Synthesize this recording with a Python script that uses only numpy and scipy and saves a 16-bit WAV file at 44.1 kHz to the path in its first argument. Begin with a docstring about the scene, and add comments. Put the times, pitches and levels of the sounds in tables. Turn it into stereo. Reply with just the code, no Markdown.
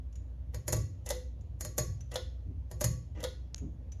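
"""A ceiling fan's pull-chain switch, pulled and let go three times, heard from below in a living room.
Each pull ratchets the switch, rings its metal housing and shakes the fan; each release snaps back
with a duller knock. The bead chain slides and ticks, and one dry snap sounds close to the two-port
microphone. Behind it all are the motor's hum, the low rumble of moving air and a few soft bumps."""
import sys
import numpy as np
from scipy import signal
from scipy.fft import rfft, irfft
from scipy.io import wavfile
from scipy.ndimage import uniform_filter1d

SR = 44100
rng = np.random.default_rng(int(sys.argv[2]) if len(sys.argv) > 2 else 0)


def master(y):
    """Save y as 16-bit WAV."""
    cut = np.clip(np.atleast_2d(y).T, -1, 1)
    pcm = np.round(cut * 32767)  # scale
    wavfile.write(sys.argv[1], SR, pcm.astype(np.int16))


N = 176400


def amp(db):
    return 10 ** (np.asarray(db) / 20)


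def unit_rms(x):
    return x / np.sqrt(np.mean(x ** 2) + 1e-20)


def curve_at(points, hz):
    """Read a curve along a logarithmic frequency axis."""
    f, value = np.transpose(points)
    return np.interp(np.log(hz + 1), np.log(f + 1), value)


def add(mix, start_s, sound):
    part = mix[max(round(start_s * SR), 0):][:len(sound)]
    part += sound[:len(part)]


def colour(x, points, size=4096):
    """Causal filter following a curve of (frequency [Hz], gain [dB])."""
    log_gain = np.log(amp(curve_at(points, abs(np.fft.fftfreq(size, 1 / SR)))))
    minimum_phase = np.exp(np.conj(signal.hilbert(log_gain)))
    taps = np.fft.ifft(minimum_phase).real[:size // 2]
    return signal.fftconvolve(x, taps)[:len(x)]


def drift(rate_hz):
    """Slow random wander of unit size."""
    hz = np.fft.rfftfreq(N, 1 / SR)
    return unit_rms(irfft(rfft(rng.standard_normal(N)) * np.exp(-(hz / rate_hz) ** 2) * (hz > 0), N))


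def waveform(spectra):
    return signal.istft(spectra, SR, nperseg=1024, noverlap=768)[1]


# likeness of diffuse sound at the two microphone ports (frequency [Hz], coherence [0-1])
PORT_COHERENCE = [(60, 0.83), (250, 0.91), (700, 0.44), (1800, 1), (5000, 0.27), (8000, 1), (13000, 0.35)]
def diffuse(count):
    """Short-time spectra of noise reaching the microphone from all sides."""
    hz, t, noise = signal.stft(rng.standard_normal((2, count)), SR, nperseg=1024, noverlap=768)
    same = np.clip(curve_at(PORT_COHERENCE, hz), 0, 1)[:, None]
    mid, side = noise[0] * np.sqrt((1 + same) / 2), noise[1] * np.sqrt((1 - same) / 2)
    return hz[:, None], t, np.array([mid + side, mid - side])


# room tone (frequency [Hz], gain [dB])
AIR_COLOUR = [(20, -34.5), (40, -20.5), (60, -0.5), (85, 1.5), (130, -13), (200, -24), (280, -25.5),
              (400, -33.5), (520, -30), (800, -39.5), (1400, -51.5), (3000, -53.5), (5000, -59),
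              (6600, -59.5), (8200, -74), (11000, -63), (15000, -75.5)]
def air(level_db=-44.5, patchy_db=1.3):
    """Air moving all around the microphone: a low rumble and a faint, slightly patchy hiss."""
    _, _, spectra = diffuse(N)
    patches = uniform_filter1d(rng.standard_normal(spectra.shape[1:]), size=10, axis=0)
    patches = unit_rms(uniform_filter1d(patches, size=20, axis=1))
    noise = waveform(spectra * amp(patchy_db * patches))[:, :N]
    gain = amp(curve_at(AIR_COLOUR, np.fft.rfftfreq(N, 1 / SR)))
    return amp(level_db) * unit_rms(irfft(rfft(noise) * gain, N))


# tones of the fan motor (frequency [Hz], level [dB])
MOTOR_TONES = [(60, -43), (120, -61.5), (255, -69.5)]
def motor(waver=0.21):
    """Mains hum and faint motor tones from the ceiling, wavering in level and phase."""
    out, t = np.zeros(N), np.arange(N) / SR
    for hz, db in MOTOR_TONES:
        swell = 1 + waver * drift(11.0)
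        out += np.sqrt(2) * amp(db) * swell * np.sin(2 * np.pi * hz * t + waver * drift(3.1))
    return out


# decay of the living room (frequency [Hz], t60 [s])
ROOM_DECAY = [(150, 0.82), (600, 0.1323), (1800, 0.3658), (4000, 0.3873), (7000, 0.36), (13000, 0.255)]
# tone of its tail (frequency [Hz], gain [dB])
TAIL_COLOUR = [(150, -6.5), (600, 1.5), (1800, -2.5), (4000, -4), (7000, -5.5), (8200, -19.5), (9800, -7.5),
               (12400, -7), (13600, -20.5)]
def room(x, early_db=-3.5, early_fall_s=0.0066, tail_rise_s=0.0028):
    """Quick reflections off the ceiling and glass bowl reach the microphone, then the room's tail."""
    hz, t, spectra = diffuse(SR)
    tail = waveform(spectra * amp(-60 * t / curve_at(ROOM_DECAY, hz)))
    t = np.arange(tail.shape[1]) / SR
    tail *= 1 - np.exp(-t / tail_rise_s)
    tail = np.array([colour(side, TAIL_COLOUR) for side in tail / np.linalg.norm(tail[0])])
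    early = waveform(diffuse(SR)[2]) * np.exp(-t / early_fall_s) * (t > .002)
    response = tail + amp(early_db) * early / np.linalg.norm(early[0])
    return signal.fftconvolve(x[None], response, axes=1)[:, :N]


# bumps in the room (time [s], level [dB], length [s])
SOFT_BUMPS = [(2.454, -50, 0.061), (3.152, -49, 0.052), (3.61, -41.5, 0.049)]
# their dull tone (frequency [Hz], gain [dB])
BUMP_TONE = [(40, -12.5), (130, 5), (300, 2.5), (450, -15), (800, -32), (8000, -79)]
def bumps():
    """Soft background bumps: brief swells of low noise with no ring."""
    out, t = np.zeros(N), np.arange(SR // 2) / SR
    for start, db, length in SOFT_BUMPS:
        age = 2 * t / length
        noise = unit_rms(colour(rng.standard_normal(len(t)), BUMP_TONE))
        add(out, start, amp(db) * age * np.exp(1 - age) * noise)
    return out


# tone of the snap (frequency [Hz], gain [dB])
SNAP_TONE = [(200, -12), (1500, -3.5), (3000, 0), (5500, 11.5), (6800, 10), (8000, -11), (11000, -14),
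             (14000, -34)]
def snap(time_s=3.5455, impulse_db=-17):
    """One very short, dry contact close to the microphone."""
    out = np.zeros(N)
    add(out, time_s, amp([impulse_db]))
    return colour(out, SNAP_TONE)


# thuds of the shaken fan (time [s], level [dB], pitch [Hz])
FAN_THUDS = [(.55, -35, 102.7), (0.686, -32.5, 125.3), (0.734, -23.5, 110.7), (0.786, -26, 94.5),
             (1.644, -35, 103.5), (1.79, -27, 121), (1.879, -28, 98.1), (2.73, -35, 108.5),
             (2.842, -21, 115.3), (2.91, -31, 123.8)]
def thuds(rise_s=0.005, fall_s=0.043):
    """The fan's body shudders on its ceiling mount after each tug."""
    out, t = np.zeros(N), np.arange(SR // 2) / SR
    for start, db, hz in FAN_THUDS:
        phase = 2 * np.pi * hz * t
        shudder = np.sin(phase) + 0.3 * np.sin(1.38 * phase) + 0.5 * np.sin(0.64 * phase)
        add(out, start, amp(db) * shudder * (1 - np.exp(-t / rise_s)) * np.exp(-t / fall_s))
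    return out


# runs of the chain (time [s], length [s], level [dB])
BEAD_SLIDES = [(0.536, 0.019, -57), (1.06, 0.077, -50.5), (2.113, 0.059, -50), (3.148, 0.11, -54.5)]
# tone of beads on the eyelet (frequency [Hz], gain [dB])
SLIDE_TONE = [(100, -14), (520, 11.5), (1000, -2), (1800, -10), (1985, 9), (2200, -13.5), (2800, -1),
              (4000, -19), (7000, -13), (14000, -52)]
def slides():
    """Up at the switch, beads run through the eyelet in a grainy rasp."""
    out = np.zeros(N)
    for start, length, db in BEAD_SLIDES:
        progress = np.linspace(0, 1, int(length * SR))
        arch = (4 * progress * (1 - progress)) ** 0.31
        rasp = unit_rms(colour(rng.standard_normal(N) ** 3, SLIDE_TONE))
        add(out, start, amp(db) * arch * rasp[:len(arch)])
    return out


def crack(rattle_s, size=4096):
    """A contact breaks into a few milliseconds of tiny impacts and stops short."""
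    t = np.arange(size) / SR
    impacts = rng.standard_normal(size) * rng.exponential(1, size) * np.exp(-(t / rattle_s) ** 2)
    spectrum = rfft(impacts)
    evened = spectrum / (abs(spectrum) + 1e-9) ** (2 / 3)
    burst = irfft(evened) * (t < t[-1] / 2)
    return burst / np.linalg.norm(burst)


# light touches of the chain (time [s], level [dB], ping [Hz])
CHAIN_TICKS = [(.127, -33, 6750), (0.1562, -26, 6900), (1.41, -34.5, 6800), (2.0071, -23.5, 6030),
               (3.56, -22.5, 6500), (3.58, -20, 6710), (3.92, -23.5, 5975)]
# tone of each touch (frequency [Hz], gain [dB])
TICK_TONE = [(200, -26), (2000, -11), (2900, -8), (4500, -13.5), (6300, -0.5), (7200, -0.5), (8200, -3.5),
             (14000, -26)]
def ticks(ping_db=-29.5, ping_t60_s=0.055):
    """The chain swings against metal overhead: a light contact and a small ping."""
    out, t = np.zeros(N), np.arange(SR // 2) / SR
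    for start, db, hz in CHAIN_TICKS:
        add(out, start, amp(db) * colour(crack(rattle_s=0.005), TICK_TONE))
        add(out, start, amp(db + ping_db - 60 * t / ping_t60_s) * np.sin(2 * np.pi * hz * t))
    return out


def scrape(click_db, base_db=-19.5, rise_s=0.0052, lead_s=0.026, click_share=0.51):
    """Beads drag ever harder on the eyelet until the click; this stands out more before a weak one."""
    t = np.arange(-lead_s, 0, 1 / SR)
    rasp = rng.standard_normal(len(t)) * rng.exponential(1, len(t)) * np.exp(t / rise_s)
    return amp(base_db - (1 - click_share) * click_db) * rasp / np.linalg.norm(rasp)


def ring(modes, partials=7, spread_hz=12, spread_share=0.006):
    """Loosely joined parts: every mode is a cluster of close, beating partials that share its energy."""
    t = np.arange(SR // 2) / SR
    out = np.zeros(len(t))
    for hz, db, t60 in modes:
        detune, phase = rng.uniform(-1.052, 1, (2, partials, 1))
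        partial_hz = hz + (spread_hz + spread_share * hz) * detune
        fade = amp(-60 * t / t60)
        cluster = fade * np.sin(2 * np.pi * (partial_hz * t + phase)).sum(0)
        out += amp(db) * unit_rms(cluster) * np.sqrt(np.mean(fade ** 2) / 2)
    return out


def switch(clicks, modes, tone, contact_db, ring_db, rattle_s):
    """Each click is a scrape, a crack and ringing metal, with its own weight and brightness."""
    out = np.zeros(N)
    for click_s, body_db, middle_db, treble_db in clicks:
        lead_in = scrape(treble_db)
        lead_s = len(lead_in) / SR
        contact = np.concatenate([lead_in, crack(rattle_s), np.zeros(SR // 4)])
        click = amp(contact_db) * colour(contact, tone)
        metal = ring(modes)
        build_up = 1 - np.exp(-2 * np.arange(len(metal)) / SR / rattle_s)
        add(click, lead_s, amp(ring_db) * metal * build_up)
        weight = [(650, body_db), (1500, middle_db), (4200, middle_db), (6500, treble_db)]
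        add(out, click_s - lead_s, colour(click, weight))
    return out


# clicks of the return (time [s], body [dB], middle [dB], treble [dB])
RELEASE_CLICKS = [(1.0615, -12.5, -21, -3.5), (1.0898, -21, -17, 2), (1.1018, -6.5, -11, 0),
                  (1.1052, 3, -5, 4.5), (2.116, -26, -20.5, -13.5), (2.140, -25, -27, -6),
                  (2.157, 1.5, -0.5, -0.5), (3.204, -35.5, -23, -16), (3.2295, -4.5, -20, -8),
                  (3.2395, -9, -4.5, 0), (3.244, -3, -6.5, -19)]
# ring of the switch springing back (frequency [Hz], level [dB], t60 [s])
SPRING_MODES = [(341.7, -9.5, 0.32), (515, 0.5, 0.31), (601, 0, 0.05), (898, -11.5, 0.086),
                (1465, -4.5, 0.11), (2020, -6.5, 0.11), (2850, -19, 0.14), (3375, 5, 0.028),
                (3480, -13.5, 0.066), (4170, 9.5, 0.036), (5310, -6.5, 0.19), (12050, -6, 0.044)]
# tone of the knock (frequency [Hz], gain [dB])
KNOCK_TONE = [(100, -2.5), (350, -15), (540, 12.5), (760, -2.5), (1600, -9), (1950, -1), (2500, -18.5),
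              (3450, 3), (4200, -7.5), (4650, -2), (5300, -9), (8200, -2), (9800, -8), (12800, -20.5),
              (15000, -25)]
def releases():
    """The spring draws the chain back up into the switch with a duller knock."""
    return switch(RELEASE_CLICKS, SPRING_MODES, KNOCK_TONE, contact_db=-1, ring_db=-43.5, rattle_s=0.0045)


# clicks of the ratchet (time [s], body [dB], middle [dB], treble [dB])
PULL_CLICKS = [(.5445, -14.5, -10.5, -16), (.6795, -13.5, -2, -3.5), (.6815, -3, -8.5, -4.5),
               (.7245, -29, -6, -0.5), (.7285, 1, 2, -2), (.7645, -7, -14.5, -13.5),
               (1.6085, -12.5, -6.5, -5.5), (1.649, -10, -7, -8.5), (1.7805, -2.5, -2.5, 1),
               (1.7835, -0.5, 2, -0.5), (2.714, -12.5, -13.5, -18.5), (2.809, -18, -4, -5.5),
               (2.813, 0, -1.5, -3.5), (2.8395, -19, -0.5, -13), (2.8425, -3.5, 2, 2.5)]
# ring of the switch housing (frequency [Hz], level [dB], t60 [s])
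HOUSING_MODES = [(291.3, -9, 0.19), (340.8, -1, 0.15), (516.4, -8, 0.31), (616.7, 2.5, .11),
                 (1125, -17, 0.32), (1960, -7, 0.06), (4315, -6, 0.087), (4920, -10, .14), (5394, -8, 0.15),
                 (6250, -2, 0.05), (6720, 2.5, 0.15), (7030, -6.5, 0.088), (8850, 11, 0.028),
                 (10030, -8, 0.087), (10600, -10, 0.061), (11640, -11.5, .07), (12300, -11, 0.081)]
# tone of the ratchet (frequency [Hz], gain [dB])
RATCHET_TONE = [(100, 3), (300, 4.5), (600, 3.5), (850, -4), (1500, -10.5), (1900, -7.5), (2400, -14),
                (4600, -13), (6000, -3), (7200, 4.5), (8600, 6.5), (9600, -1.5), (13000, -6.5),
                (15000, -19)]
def pulls():
    """Above the microphone, each tug ratchets the switch and rings its metal housing."""
    return switch(PULL_CLICKS, HOUSING_MODES, RATCHET_TONE, contact_db=-1, ring_db=-38, rattle_s=0.0039)


# sound from overhead at the two ports (frequency [Hz], lead of the left port [rad])
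LEFT_LEAD = [(0, 0), (1550, .1), (2840, .4), (5000, .5), (6120, -.4), (6980, -1.8), (7840, -2.9),
             (9300, -3.7), (10400, -5.2), (13100, -7.4)]
# balance at the microphone (frequency [Hz], left minus right [dB])
PORT_BALANCE = [(100, -2.5), (900, -1.3), (2000, -1.6), (4000, 1.5)]
def scene():
    """The living room from the microphone below the fan; the bass leans right, the treble left."""
    chain = pulls() + releases() + ticks() + slides()
    hz, sides = np.fft.rfftfreq(N, 1 / SR), np.array([[.5], [-.5]])
    port_phase = sides * np.interp(hz, *np.transpose(LEFT_LEAD))
    overhead = irfft(rfft(chain + room(chain)) * np.exp(1j * port_phase), N)
    low = thuds() + bumps()
    mix = overhead + snap() + low + amp(-5.5) * room(low) + motor() + air()
    return irfft(rfft(mix) * amp(sides * curve_at(PORT_BALANCE, hz)), N)


def record(dry):
    """The recorder's band limit cuts the highest treble."""
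    edge_hz = 14300
    lowpass = signal.firwin(255, edge_hz, window=("kaiser", 8), fs=SR)
    return signal.oaconvolve(dry, lowpass[None], "same")


dry = scene()
out = record(dry)
master(out)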